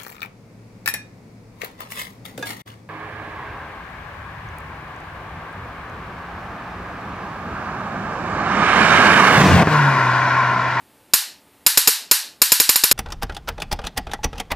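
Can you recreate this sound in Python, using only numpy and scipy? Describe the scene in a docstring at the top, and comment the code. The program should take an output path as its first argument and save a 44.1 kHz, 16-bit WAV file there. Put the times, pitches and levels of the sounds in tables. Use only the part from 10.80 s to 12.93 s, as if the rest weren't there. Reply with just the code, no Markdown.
"""Sparks across a wire gap

A high-voltage generator snaps sparks over glass: one alone, three close together, another alone, then seven.
Each crack is a sum of decaying sines with bright echoes; shaped noise makes the bench scatter and room tail. A
short low thud of fading low tones follows each crack, over quiet air noise and a faint hum. The close
microphone overloads on the cracks, and the bass drops out while the bright tail rings."""
import sys
import numpy as np
from scipy import signal
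from scipy.fft import rfft, irfft, next_fast_len
from scipy.io import wavfile
from scipy.ndimage import uniform_filter1d

SR = 44100
rng = np.random.default_rng(int(sys.argv[2]) if len(sys.argv) > 2 else 0)


def wav_record(signal):
    """Record a signal, one row per channel, as 16-bit PCM in the file named by sys.argv[1]."""
    frames = np.transpose(np.atleast_2d(signal))
    bounded = np.clip(frames, -1, 1)
    # unit amplitude maps onto the largest positive 16-bit level
    quanta = np.round(bounded * 32767).astype(np.int16)
    wavfile.write(sys.argv[1], SR, quanta)


N = 93844  # length in samples


def amp(db):
    """Decibel law: the amplitude ratio of a level in dB."""
    return 10 ** (np.asarray(db) / 20)


def unit(x):
    """Power normalization: x scaled to rms 1."""
    return x / np.sqrt(np.mean(x ** 2) + 1e-20)


def along(points, hz):
    """Logarithmic frequency scale: interpolate (frequency_hz, value) points, held flat beyond the ends."""
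    point_hz, values = np.transpose(points)
    return np.interp(np.log(hz + 1), np.log(point_hz + 1), values)


def filtered(x, response):
    """Convolution theorem: filtering multiplies the spectrum by a frequency response."""
    n = x.shape[-1]
    padded = next_fast_len(n + SR // 4)
    spectrum = rfft(x, padded) * response(np.fft.rfftfreq(padded, 1 / SR))
    return irfft(spectrum, padded)[..., :n]


def lowpass(x, hz, order):
    """Zero-phase filtering: a Butterworth magnitude with no phase shift."""
    return filtered(x, lambda f: 1 / np.sqrt(1 + (f / hz) ** (2 * order)))


def noise(spectrum, size):
    """Spectral shaping: white noise given a (frequency_hz, level_db) colour, at rms 1."""
    white = rng.standard_normal(size)
    return unit(filtered(white, lambda f: amp(along(spectrum, f))))


def add(track, start_s, x):
    """Superposition: sum x into the track from start_s."""
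    i = round(start_s * SR)
    track[..., i:i + x.shape[-1]] += x[..., :N - i]


# spectrum of the air noise: frequency [Hz], relative density [dB per Hz]
AIR_SPECTRUM = [(20, -18), (45, -7), (90, 2.5), (180, -0.5), (290, 0), (400, -3), (850, -6.5), (1300, -9.5),
                (2800, -13), (4500, -16.5), (6000, -21), (9000, -16.5), (14500, -17)]
# steady hum tones: pitch_hz [Hz], rms level_db [dB]
HUM_TONES = [(285, -70), (872, -69.5)]
AIR_DB = -54.5  # rms


def room_tone():
    """Stationary background: coloured noise plus a few steady sinusoids of random phase."""
    t = np.arange(N) / SR
    hum = 0
    for pitch_hz, level_db in HUM_TONES:
        peak = amp(level_db) * np.sqrt(2)
        hum = hum + peak * np.sin(2 * np.pi * (pitch_hz * t + rng.random()))
    return hum + amp(AIR_DB) * noise(AIR_SPECTRUM, N)


# short ring of the direct pulse: pitch_hz [Hz], relative level_db [dB], t60_s [s]
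PULSE_MODES = [(1298, -2, 0.0039), (5020, 8.5, 0.0024), (7058, -3, 0.025)]
# resonances of the bench and the things on it: pitch_hz [Hz], relative level_db [dB], t60_s [s]
BENCH_MODES = [(1001, -27.5, .08), (1435, -28.5, 0.051), (2766, -18, .05), (3953, -20, 0.086),
               (4255, -16, 0.056), (4897, -22, .055), (5120, -21, 0.097), (5400, -17, .06),
               (7650, -22, .05), (7940, -22.5, .07), (8236, -23.5, .055), (8900, -16.5, 0.043),
               (10900, -21, 0.054), (11320, -18.5, .065), (12560, -21, .065), (12470, -18, 0.042),
               (12660, -19.5, .065), (13270, -13.5, .05), (13940, -17.5, .05)]
# echoes off nearby surfaces: delay_s [s], relative level_db [dB], centre pitch_hz [Hz]
SURFACE_ECHOES = [(.0026, -2.5, 12500), (.003, -7.5, 2670), (.0035, 0, 9300), (.0056, 4.5, 12000),
                  (.0084, -2, 12200), (0.0197, -9.5, 11000), (0.029, -12, 12140)]
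ECHO_RISE_S = 0.00016  # onset to envelope peak


def crack(t):
    """Modal decay and specular reflection: damped sines, then distinct delayed bursts."""
    out = np.zeros(len(t))
    for pitch_hz, level_db, t60_s in PULSE_MODES:
        out += amp(level_db - 60 * t / t60_s) * np.sin(2 * np.pi * pitch_hz * t)
    for pitch_hz, level_db, t60_s in BENCH_MODES:
        phase = 2 * np.pi * (pitch_hz * t + rng.random())
        out += amp(level_db - 60 * t / t60_s) * np.sin(phase)
    for delay_s, level_db, pitch_hz in SURFACE_ECHOES:
        age = np.maximum(t - delay_s, 0)
        u = age / ECHO_RISE_S
        envelope = u * np.exp(1 - u)  # peaks at 1 when u = 1
        out += amp(level_db) * envelope * np.sin(2 * np.pi * pitch_hz * age)
    return out


# spectrum of the bench scatter: frequency [Hz], relative density [dB per Hz]
SCATTER_SPECTRUM = [(300, -19.5), (700, -10.5), (950, -7.5), (1450, -4), (1900, -4), (2750, -8.5),
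                    (3450, -7), (4130, -2), (5200, -3.5), (5900, -12), (6800, 1), (8000, -6), (9000, -1),
                    (9900, -2), (12000, -6.5), (13600, 1), (14500, -5.5)]
SCATTER_DB, SCATTER_T60_S = -7, 0.091  # relative level at onset; decay time


def scatter(t):
    """Diffuse early reflection: dense bench reflections as exponentially decaying noise."""
    return noise(SCATTER_SPECTRUM, len(t)) * amp(SCATTER_DB - 60 * t / SCATTER_T60_S)


# spectrum of the room tail before decay: frequency [Hz], relative density [dB per Hz]
TAIL_SPECTRUM = [(100, -33), (250, -7.5), (500, -12.5), (950, -7.5), (1200, -10.5), (1700, -2.5),
                 (2200, -7.5), (2800, -2.5), (3300, -5.5), (4050, 1), (5050, 0), (6300, -2), (8800, 0.5),
                 (13200, 1), (14500, -6)]
# decay of the room tail before its late fade: frequency [Hz], t60_s [s]
TAIL_DECAY = [(250, 0.39), (800, 0.42), (1500, 0.43), (2800, 0.46), (4300, 0.45), (7000, 0.36),
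              (10000, 0.3), (14000, .28)]
TAIL_DB = -12  # noise level before decay and envelope
TAIL_RISE_S, TAIL_END_S = 0.016, 0.28  # time constants of the build-up and the late fade


def room_tail(t):
    """Frequency-dependent reverberation: the high treble dies first, and the end falls away faster."""
    hz, frame_s, cells = signal.stft(noise(TAIL_SPECTRUM, len(t)), SR, nperseg=256)
    decay = amp(-60 * frame_s / along(TAIL_DECAY, hz)[:, None])
    tail = signal.istft(cells * decay, SR)[1][:len(t)]
    envelope = (1 - np.exp(-t / TAIL_RISE_S)) * np.exp(-(t / TAIL_END_S) ** 4)
    return amp(TAIL_DB) * tail * envelope


def reflections(t):
    """Superposed reflections: the early bench scatter plus the room's tail."""
    return scatter(t) + room_tail(t)


# low tones of the thud: pitch_hz [Hz], relative level_db [dB]
THUD_TONES = [(215, -5), (325, -4.5), (455, 4), (555, -3), (745, -4.5)]
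THUD_DB = -30  # shared by all tones, before each spark's own levels


def thud_tones(age):
    """Additive synthesis: the low tones of the thud, not yet fading, from age zero."""
    return sum(amp(THUD_DB + level_db) * np.sin(2 * np.pi * pitch_hz * age)
               for pitch_hz, level_db in THUD_TONES)


# sparks: start_s [s], relative level_db [dB], relative thud_db [dB], Gaussian thud_s to 1/e [s]
SPARK_EVENTS = [(0.3364, -0.1, -10, .006), (0.8647, 0.5, -19, 0.02), (0.9741, 0.5, 3, 0.0079),
                (1.0744, 1.4, 2.5, 0.018), (1.3128, 1, 0, 0.0067), (1.6179, 0.5, 1, 0.0062),
                (1.7195, 0.5, 3.5, 0.0048), (1.8002, -0.5, -1, 0.026), (1.892, -0.5, 2, 0.0069),
                (1.9583, -3.5, -7, 0.0065), (2.0373, -1, 3.5, 0.0071), (2.113, 0, 7.5, 0.0058)]
DRIFT = 0.43  # power share of scatter and tail drawn anew for each spark
THUD_DELAY_S = 0.0031


def sparks():
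    """Partly coherent repetition: one crack recurs, with reflections part shared and part new."""
    t = np.arange(SR // 2) / SR
    out, direct, shared = np.zeros(N), crack(t), reflections(t)
    age = np.maximum(t - THUD_DELAY_S, 0)
    tones = thud_tones(age)
    for start_s, level_db, thud_db, thud_s in SPARK_EVENTS:
        thud = amp(thud_db) * tones * np.exp(-(age / thud_s) ** 2)
        paths = np.sqrt(1 - DRIFT) * shared + np.sqrt(DRIFT) * reflections(t)
        add(out, start_s, amp(level_db) * (direct + paths + thud))
    return out


def scene():
    """Linear superposition: sparks over the room tone, the same in both channels."""
    return np.tile(sparks() + room_tone(), (2, 1))


# bands where the bass drops out: upper edge_hz [Hz], signal level mute_above_db that mutes the band [dB]
SUPPRESSOR_BANDS = [(180, -38.5), (330, -32.5), (560, -28.5), (750, -24.5)]
MUTE_DB, OPEN_ABOVE_DB = -40.5, -15  # deepest gain before smoothing; level above which bass passes again


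def suppress_bass(x, window_s=0.0063, knee_db=1):
    """Level-dependent gain: a low cut climbs with signal level, but is off in the quiet and on the cracks."""
    power = np.abs(uniform_filter1d(x[0] ** 2, max(1, round(window_s * SR))))
    level_db = 10 * np.log10(power + 1e-12)

    def above(db):
        """Soft threshold: 0 below the level db, 1 above it."""
        return .5 + .5 * np.tanh((level_db - db) / (2 * knee_db))

    out, below = x, 0
    for edge_hz, mute_above_db in SUPPRESSOR_BANDS:
        bass = lowpass(x, edge_hz, order=14)
        band = bass - below
        muting = above(mute_above_db) * (1 - above(OPEN_ABOVE_DB))
        gain = lowpass(amp(MUTE_DB * muting), 62, order=2)  # smooth the switching
        out = out + (gain - 1) * band
        below = bass
    return out


# bass shelf of the recorder: frequency [Hz], gain [dB]
BASS_SHELF = [(150, -3.5), (230, 0.5)]
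CLIP_TOP, CLIP_HARDNESS = 0.9, 9  # limiting amplitude; exponent of the knee
TOP_HZ = 14680  # upper band limit


def record(dry):
    """Saturation and band limiting: the input clips, bass is thinned and muted, the top is cut off."""
    overload = 1 + np.abs(dry / CLIP_TOP) ** CLIP_HARDNESS
    clipped = dry / overload ** (1 / CLIP_HARDNESS)
    coloured = filtered(clipped, lambda hz: amp(along(BASS_SHELF, hz)))
    return lowpass(suppress_bass(coloured), TOP_HZ, order=110)


dry = scene()
out = record(dry)
wav_record(out)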